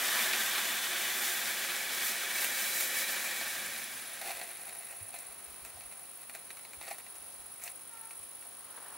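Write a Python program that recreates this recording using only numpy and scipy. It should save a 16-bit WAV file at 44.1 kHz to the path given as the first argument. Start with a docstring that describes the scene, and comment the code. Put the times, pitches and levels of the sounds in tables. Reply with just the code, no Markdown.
"""Burning metal powder flares on a plate outdoors: countless tiny pops and rushing gas roar and hiss.
It dies down to glowing slag (the melted remains), which spurts, cracks, bubbles and ticks.
Hot air rumbles above it, and a steel drum and the tray behind it throw the sound back.
A bush cricket buzzes throughout and air bumps the microphone.
Near the end something calls once far away, and something rustles nearby."""
import sys
import numpy as np
from scipy import signal
from scipy.fft import rfft, irfft, next_fast_len
from scipy.io import wavfile
from scipy.ndimage import map_coordinates

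SR = 44100
rng = np.random.default_rng(int(sys.argv[2]) if len(sys.argv) > 2 else 0)


def persist_wave(psi):
    """Save psi, clipped to +-1, as 16-bit WAV."""
    counts = np.round(np.clip(psi, -1, 1) * 32767).astype(np.int16)
    wavfile.write(sys.argv[1], SR, np.atleast_2d(counts).T)


N = 395577

# how hard the heap burns: t/s, level/dB
BURN = [(0.0, -33), (0.16, -33), (0.81, -36), (1.96, -37.5), (2.64, -38), (3.14, -38.5), (3.56, -39.5),
        (3.93, -45.5), (4.18, -47.5)]
# fresh powder catches and throws sparks: loudest at t/s, length/s, extra hiss/dB, extra roar/dB
SURGES = [(.225, .09, 2.3, 2.2), (.58, .05, .8, 1.5), (1.058, 0.041, -0.5, 0), (1.276, 0.36, 3, .6),
          (1.70, .04, 0, 2.5), (2.065, 0.1, 5.3, .8), (2.42, .13, 5, 2.2), (2.62, 0.15, 3.8, .3),
          (2.807, 0.16, 5.5, .8), (2.986, 0.084, 4.5, .8), (3.107, 0.054, 4, 1.5), (3.25, 0.067, 1.5, .8),
          (3.77, 0.068, 1.5, 0)]
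# the tone of the roar, the hiss and the finest sparks and ticks: f/Hz, level/dB
ROAR_TONE = [(90, -35), (220, -14), (430, -15.5), (790, -6.5), (920, -13), (1300, -7), (1450, -6),
             (1650, 0), (1900, -1), (2080, -5), (2450, -3), (2820, -8.5), (3700, -7), (4800, -13.5),
             (12000, -30)]
HISS_TONE = [(1500, -34.5), (3500, -4.5), (5500, 1), (8000, 2), (12000, 1.5), (15500, 0.5)]
TICK_TONE = [(2000, -34), (7000, -16), (11000, 0), (14000, 5), (15500, -13)]

def flare(roar_trim_db, hiss_level_db, ring_db, spray_db):
    """The burning heap roars and hisses, then fades as the powder runs out."""
    steady_db, spent_s, fade_db_per_s = -38, 4.18, 20.5
    t = np.arange(N) / SR
    burn_db, = curves(BURN)
    surge_db, surge_roar_db = sum(np.outer(extra_db, .5 ** ((2 * (t - at) / length) ** 2))
                                  for at, length, *extra_db in SURGES)
    hiss_db = hiss_level_db + 0.96 * (burn_db - steady_db) + surge_db  # a harder burn hisses more
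    flutter = wobble(45)  # shared by roar and hiss
    roar = amp(roar_trim_db) * coloured(crackle(rate=2500, scatter_db=4.0, gas_db=4.5), ROAR_TONE)
    roar += hollows(ring_db)
    hiss = coloured(crackle(rate=5000, scatter_db=6.5, gas_db=4), HISS_TONE)
    roar *= amp(burn_db + surge_roar_db + 0.57 * flutter + 0.62 * wobble(110))
    hiss *= amp(hiss_db + 0.37 * flutter + 0.73 * wobble(18))
    spray = coloured(crackle(rate=2200, scatter_db=7, gas_db=-6), TICK_TONE)
    spray *= amp(hiss_db + spray_db + 2 * surge_db)  # fine sparks stand out in the surges
    return (roar + hiss + spray) * amp(-fade_db_per_s * np.maximum(t - spent_s, 0))


# hollows around the heap: f/Hz, width/Hz, level/dB, loudest at t/s, swell time/s
HOLLOWS = [(367, 42, -25, 3.9, 5.1), (547, 140, -19, 3, 1.4), (1155, 310, -13, 0.23, 0.7),
           (1563, 110, -16, 2, 4), (1814, 130, -8, 3.04, 0.64), (2270, 89, -6.5, 2.76, 1.3),
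           (2388, 110, -12, 3.1, 0.41), (3008, 114, -13, 0.74, 2.5), (3480, 350, -7.5, 0.47, 0.93),
           (3360, 140, -14.5, 2.7, 1.7), (3955, 190, -10.5, 2.84, 1.04)]

def hollows(level_db):
    """One hollow after another rings as the burning front passes it."""
    t, out = np.arange(N) / SR, np.zeros(N)
    for hz, width, db, at, swell_s in HOLLOWS:
        resonance = lambda f: (1j * f * width / (hz * hz - f * f + 1j * f * width)) ** 2
        ring = unit(filtered(rng.standard_normal(N), resonance))
        swell = np.exp(-.5 * ((t - at) / swell_s) ** 2)
        out += amp(db + level_db + wobble(9)) * swell * ring
    return out


# gas breaking out of the slag: t/s, length/s, level/dB, growth/dB, gurgle/dB, hiss/dB
SPURTS = [(4.202, .11, -42, 5, -8, -4), (4.346, 0.099, -48.5, -3, -4.5, -2), (4.888, .05, -52, -4, -11, 0),
          (5.129, 0.072, -52.5, -7, -9, -3), (5.645, .025, -54, -4, -18, 3),
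          (6.335, 0.016, -47.5, 1, -20, -2), (6.812, 0.11, -48.5, 5, -17, -2),
          (7.605, 0.073, -50.5, 6, -13, 4)]
# the tone of crackling slag and of its hollow gurgle: f/Hz, level/dB
SLAG_TONE = [(100, -30.5), (350, -10), (700, -1), (1100, -7.5), (1350, -2), (1680, -4.5), (1880, 3),
             (2250, 1.5), (2600, 2.5), (3100, -10.5), (3650, -5), (4000, -1.5), (4550, -2), (4900, -9),
             (5700, -8), (12000, -17.5)]
GURGLE_TONE = [(200, -27), (540, -15), (700, 1), (790, 3), (920, -17.5), (3000, -25.5)]

def spurts(level_db):
    """Gas forces its way through the melt: a coarse crackle over a hollow gurgle."""
    body, gurgle, hiss = np.zeros((3, 2, N))
    stream = crackle(rate=1500, scatter_db=1, gas_db=-6.5) * amp(level_db + 1.8 * wobble(110))
    for start, length, db, growth_db, gurgle_db, hiss_db in SPURTS:
        gas = stream * amp(db) * envelope(start, length, attack=0.0072, t60=0.18, growth_db=growth_db)
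        body += gas
        gurgle += amp(gurgle_db) * gas
        hiss += amp(hiss_db) * gas
    gurgle *= amp(3.8 * wobble(35))
    return coloured(body, SLAG_TONE) + coloured(gurgle, GURGLE_TONE) + coloured(hiss, HISS_TONE)


# sparks bursting and slag cracking: t/s, level/dB, extra treble/dB
POPS = [(0.082, -23, -23), (0.191, -19, -19), (0.261, -23, -26), (0.334, -17, -28), (0.582, -20, -20),
        (0.655, -22, -18), (2.385, -23, -22), (2.445, -21.5, -3), (2.808, -24, 0), (3.413, -27, -14),
        (4.215, -30, -11), (4.307, -29.5, -27), (4.415, -30.5, -20), (4.504, -35.5, -14),
        (4.695, -39.5, -12), (4.751, -38, -9), (5.143, -39, -12), (5.189, -44, 7), (5.65, -34, -1.5),
        (5.809, -38, -21), (5.925, -39, -6), (6.297, -35.5, -6), (6.351, -32.5, -6), (6.505, -32.5, -16),
        (6.571, -37, -10), (6.651, -37.5, -12), (6.734, -38, -4), (6.814, -33, -22), (6.88, -32.5, -17),
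        (6.912, -31, -18), (6.984, -36.5, -4), (7.065, -39, -13), (7.155, -48, 7), (7.325, -53, 8),
        (7.638, -43, 10), (7.678, -30, -29), (8.109, -39, -16), (8.231, -46, 2)]

def pops(level_db, treble_db, fizz_db, fizz_t60, chips_db, chips_s):
    """Each pop is a sharp snap inside a brief spray of chips, then a fizz of escaping gas."""
    body, treble = np.zeros((2, 2, N + SR))
    lead = SR // 100  # samples before the snap
    t = (np.arange(SR // 10) - lead) / SR
    chips = amp(chips_db) * np.exp(-np.abs(t) / chips_s)
    fizz = (t > 0) * amp(fizz_db - 60 * np.abs(t) / fizz_t60)
    for at, db, bright_db in POPS + faint_pops(count=16, first_s=4.4, last_s=8.8):
        burst = (chips + fizz) * rng.standard_normal((2, len(t)))
        burst[0, lead] = 1  # the snap, midway between left and right
        start = round(at * SR) - lead
        body[:, start:start + len(t)] += amp(db + level_db) * burst
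        treble[:, start:start + len(t)] += amp(db + bright_db + treble_db) * burst
    return spread(coloured(body[:, :N], SLAG_TONE) + coloured(treble[:, :N], HISS_TONE), FIRE_LIKENESS)


def faint_pops(count, first_s, last_s):
    """Smaller cracks at random times and sizes, as rows like those of POPS."""
    return [(first_s + (last_s - first_s) * when, -44.5 + 6 * (size - .5), -11 + 12 * (tone - .5))
            for when, size, tone in rng.random((count, 3))]


def embers(gurgle_db, hiss_db, tick_t60):
    """The slag starts to sizzle as the flare dies, then cools; its crust gives off fine, bright ticks."""
    start_s, rise_s, cooling_s = 3.7, 0.7, 2.8
    hot_db, cold_db, ticks_per_s = -53.5, -75.5, 70
    age = np.arange(N) / SR - start_s
    heat = np.clip(age / rise_s, 0, 1) * np.exp(-np.maximum(age - rise_s, 0) / cooling_s)
    heat_db = cold_db + (hot_db - cold_db) * heat
    gas = crackle(rate=540, scatter_db=6.5, gas_db=-1) * amp(heat_db + 1.5 * wobble(25))
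    gurgle = amp(gurgle_db + 3.8 * wobble(15)) * coloured(gas, GURGLE_TONE)
    simmer = coloured(gas, SLAG_TONE) + gurgle + amp(hiss_db) * coloured(gas, HISS_TONE)
    cracks = (rng.random(N) < ticks_per_s / SR) * amp(rng.uniform(-20, 0, N))
    tick_fade = amp(-60 * np.arange(SR // 50) / SR / tick_t60)
    ticks = signal.fftconvolve(cracks, tick_fade)[:N] * rng.standard_normal((2, N))
    ticks = unit(coloured(spread(ticks, FIRE_LIKENESS), TICK_TONE))
    return simmer + amp(-33.5 + heat_db / 2) * ticks  # ticks fade more slowly than the simmer


# bubbles bursting in the melt: t/s, level/dB
BUBBLES = [(4.212, -45), (4.244, -56), (4.298, -45.5), (4.413, -42.5), (4.66, -56), (4.8, -55),
           (4.929, -54), (5.14, -49), (5.769, -52), (6.345, -52.5), (6.91, -43), (8.45, -52)]

def bubbles(level_db, t60):
    """A bursting bubble puffs through its hollow."""
    puffs = amp(level_db) * sum(strike(at, db, t60) for at, db in BUBBLES)
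    return coloured(puffs * rng.standard_normal(N), GURGLE_TONE)


# hot air rising from the plate: t/s, level/dB
DRAUGHT = [(0, -65), (3.2, -71), (3.65, -60.5), (4.1, -68.5), (7, -85)]
# the tone of its rumble: f/Hz, level/dB
DRAUGHT_TONE = [(40, -22), (100, -10.5), (175, 0.5), (260, -6.5), (600, -24)]

def draught():
    """Hot air rumbles softly above the plate."""
    gain = amp(curves(DRAUGHT)[0] + 1.3 * wobble(6.7))
    return gain * unit(coloured(rng.standard_normal(N), DRAUGHT_TONE))


# echoes off the drum and the tray: delay/s, gain
ECHOES = [(.00578, 0.016), (.0066, -0.29), (.00803, 0.1), (.00887, 0.12)]

def metal_echoes(x):
    """Close metal walls add quick echoes that colour the sound; the open air adds no tail."""
    return filtered(x, lambda hz: 1 + sum(gain * delayed(hz, delay) for delay, gain in ECHOES))


# how loudly the bush cricket buzzes: t/s, level/dB
CRICKET = [(0, -61), (3.8, -49.5), (4.95, -47.5), (5.5, -52.5), (6.4, -51.5), (7.3, -52), (8.1, -49),
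           (8.5, -50)]
# its three wing strokes: place in the cycle (0 to 1), width/s, level/dB
WING_STROKES = [(.015, 0.0024, 3), (.365, 0.0034, -1.5), (.7, 0.0051, 3)]
# the tone of its wings and of the farther crickets: f/Hz, level/dB
WING_TONE = [(6000, -46), (8400, -25.5), (9150, -15), (9450, -11.5), (9750, -5), (10100, -3.5),
             (10450, -12.5), (10850, -12.5), (11600, -21.5), (13000, -25), (15500, -33)]
CHORUS_TONE = [(7000, -44), (8200, -13.5), (9100, -4.5), (9800, -1.5), (10800, -0.5), (11500, -9),
               (12300, -21), (15000, -41)]

def cricket(level_db, between_db, chorus_db):
    """Wings rasp in threes and ring brightly; farther crickets blur into a haze."""
    cycles_per_s = 16.845
    phase = np.arange(N) / SR * cycles_per_s + .015 * wobble(3)
    strokes = np.zeros(N)
    for place, width, db in WING_STROKES:
        offset_s = ((phase - place + .5) % 1 - .5) / cycles_per_s
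        strokes += amp(db) * np.exp(-.5 * (offset_s / width) ** 2)
    effort = unit(strokes * amp(1.6 * wobble(50)) + amp(between_db))
    rasp = spread(rng.standard_normal((2, N)), likeness=[(10000, 0.35)])
    wings = coloured(effort * rasp, WING_TONE)
    with_ground_echo = filtered(wings, lambda hz: 1 + 0.48 * delayed(hz, 0.0036))
    chorus = amp(chorus_db + 1.5 * wobble(30)) * air(CHORUS_TONE)
    lean_left = amp([[.4], [-.4]])
    return amp(curves(CRICKET)[0] + level_db) * unit(with_ground_echo) * lean_left + chorus


# air bumping the microphone: t/s, level/dB, length/s, f/Hz
AIR_BUMPS = [(5.012, -48, 0.046, 99), (5.285, -65, .07, 65), (5.472, -57, 0.088, 60), (5.611, -58, .08, 52),
             (5.744, -58, .07, 86.5), (5.848, -59, 0.089, 51.6), (6.772, -56, 0.048, 68),
             (7.184, -63, .08, 60), (7.375, -63, .12, 58), (8.2, -61, .05, 95)]

def air_bumps(level_db):
    """Puffs of air thud softly on the microphone: a few uneven low swings, different left and right."""
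    t, out = np.arange(N) / SR, np.zeros((2, N))
    swirl = np.array([wobble(45), wobble(45)])
    for at, db, length, hz in AIR_BUMPS:
        age = np.maximum(t - at + 0.0042, 0)
        rise = age / (length / 4)
        out += amp(db + level_db) * rise * np.exp(1 - rise) * np.sin(2 * np.pi * hz * age + swirl)
    return out


# the overtones of the far call: multiple of the pitch, level/dB
CALL_OVERTONES = [(2, -1), (3, -2), (4, -6), (5, -13)]

def far_call(start_s, level_db):
    """One faint, horn-like note from far away starts quickly, then sags in pitch and level."""
    final_hz, sag_hz, sag_s = 447, 26.3, 0.063
    age = np.maximum(np.arange(N) / SR - start_s, 0)
    pitch_hz = (final_hz + sag_hz * np.exp(-age / sag_s)) * (1 + .012 * wobble(120))
    phase = 2 * np.pi * np.cumsum(pitch_hz) / SR
    note = np.sqrt(2) * sum(amp(db + 2.0 * wobble(40)) * np.sin(k * phase) for k, db in CALL_OVERTONES)
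    return amp(level_db) * envelope(start_s, length=.2, attack=.015, t60=0.34, growth_db=-3) * note


# the tone of the rustle: f/Hz, level/dB
RUSTLE_TONE = [(150, -19), (450, -5), (950, 4), (1600, 1), (2600, -11.5), (8000, -24)]

def rustle(start_s, rise_s, level_db):
    """A soft rustle nearby swells and stays, with two sharper scuffs in it."""
    swell = amp(level_db) * np.clip((np.arange(N) / SR - start_s) / rise_s, 0, 1)
    scuffs = strike(at=8.775, db=-46, t60=0.04) + strike(at=8.86, db=-52, t60=0.04)
    return (swell + scuffs) * coloured(crackle(rate=400, scatter_db=5, gas_db=6), RUSTLE_TONE)


# a far motor and a thin electronic whine: f/Hz, level/dB
HUM = [(84, -80), (15690, -63.5)]

def hum():
    """A motor and some electronics each hold one tone that wavers slightly in level."""
    t = np.arange(N) / SR
    return sum(np.sqrt(2) * amp(db + .7 * wobble(6)) * np.sin(2 * np.pi * hz * t) for hz, db in HUM)


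# the tone of the evening air: f/Hz, level/dB
EVENING_TONE = [(20, -21), (50, -8.5), (110, -5.5), (200, -4.5), (400, -1.5), (700, 0), (1150, 1),
                (2000, -4.5), (4000, -5.5), (7000, -8.5), (11000, -11), (15500, -7)]

def evening(level_db):
    """Still outdoor air makes a faint hush."""
    return amp(level_db + 0.74 * wobble(3.015)) * air(EVENING_TONE)


# how alike left and right are in the surroundings: f/Hz, likeness (1 = the same)
AIR_LIKENESS = [(60, 0.63), (150, 0.92), (380, 0.72), (950, 0.77), (2380, 0.54), (5980, 0.31), (15000, 0.2)]

def air(tone):
    """Noise from all around, at an average (rms) level of 1."""
    return unit(coloured(spread(rng.standard_normal((2, N)), AIR_LIKENESS), tone))


# how alike left and right are in the fire: f/Hz, likeness (1 = the same)
FIRE_LIKENESS = [(200, 0.99), (1500, 1), (3000, 0.99), (5000, 0.96), (8000, 0.71), (15000, 0.64)]

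def crackle(rate, scatter_db, gas_db):
    """Tiny pops of mixed sizes, about rate of them a second, over rushing gas, in stereo."""
    sizes = amp(scatter_db * np.minimum(rng.standard_normal(N), 2.5))
    clicks = unit((rng.random(N) < rate / SR) * sizes * rng.choice([-1, 1], N))
    middle = unit(clicks + amp(gas_db) * rng.standard_normal(N))
    return spread([middle, rng.standard_normal(N)], FIRE_LIKENESS)


def envelope(start, length, attack, t60, growth_db):
    """A gain that rises, grows or sags for its length, then drops 60 dB in t60 seconds."""
    age = np.maximum(np.arange(N) / SR - start, 0)
    held_db = growth_db * (np.minimum(age / length, 1) - .5)
    return (1 - np.exp(-age / attack)) * amp(held_db - 60 * np.clip((age - length) / t60, 0, 2))


def strike(at, db, t60):
    """A gain that jumps up, then drops 60 dB in t60 seconds."""
    age = np.arange(N) / SR - at
    return (age > 0) * amp(db - 60 * np.abs(age) / t60)


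def amp(db):
    """Turns decibels into a gain to multiply by."""
    return 10 ** (np.asarray(db) / 20)


def unit(x):
    """Scales x to an average (rms) level of 1."""
    return x / np.sqrt(np.mean(x ** 2) + 1e-20)


def along(points, hz):
    """Reads between (f/Hz, value) points on a log frequency scale."""
    f, v = np.transpose(points)
    return np.interp(np.log(hz + 1), np.log(f + 1), v)


def curves(rows):
    """One value per sample for each column after the time."""
    times, *columns = np.transpose(rows)
    return [np.interp(np.arange(N) / SR, times, column) for column in columns]


def wobble(rate):
    """A smooth curve through rate random points a second."""
    return map_coordinates(rng.standard_normal(int(N * rate / SR) + 4), [np.arange(N) * rate / SR])


def delayed(hz, seconds):
    """The filter response that makes a sound arrive later."""
    return np.exp(-2j * np.pi * hz * seconds)


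def filtered(x, response):
    """Scales and shifts each frequency in x by response(hz)."""
    size = 2 * next_fast_len(N // 2 + SR // 4)
    return irfft(rfft(x, size) * response(np.fft.rfftfreq(size, 1 / SR)), size)[..., :N]


def coloured(x, tone):
    """Gives x this tone; white noise keeps its power."""
    def response(hz):
        cepstrum = irfft(np.log(unit(amp(along(tone, hz))) + 1e-6))
        cepstrum[1:len(hz) - 1] *= 2  # folded so the filter rings only after a sound, never before
        cepstrum[len(hz):] = 0
        return np.exp(rfft(cepstrum))
    return filtered(x, response)


def spread(pair, likeness):
    """Mixes two unrelated signals into a left and right of the given likeness."""
    turn = lambda hz: np.arccos(np.clip(along(likeness, hz), -1, 1)) / 2
    mid, side = filtered(pair, lambda hz: np.array([np.cos(turn(hz)), np.sin(turn(hz))]))
    return np.array([mid + side, mid - side])


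def scene():
    """The fire with its echoes, and the evening around it."""
    fire = flare(roar_trim_db=-2.0, hiss_level_db=-38.9, ring_db=-2.5, spray_db=-17.5)
    fire += spurts(level_db=-2.5) + draught()
    fire += embers(gurgle_db=-8.5, hiss_db=-1.0, tick_t60=.012) + bubbles(level_db=2.5, t60=0.084)
    fire += pops(level_db=7.5, treble_db=12.0, fizz_db=-23.5, fizz_t60=0.078,
                 chips_db=-19.5, chips_s=0.002)
    around = cricket(level_db=0.5, between_db=-13, chorus_db=-54.5) + air_bumps(level_db=-1)
    around += far_call(start_s=7.89, level_db=-61) + hum()
    around += rustle(start_s=8.45, rise_s=.38, level_db=-56.5) + evening(level_db=-54.5)
    return metal_echoes(fire) + around


def record(dry):
    """Cuts off the very highest treble."""
    return filtered(dry, lambda hz: hz < 15800)


dry = scene()
out = record(dry)
persist_wave(out)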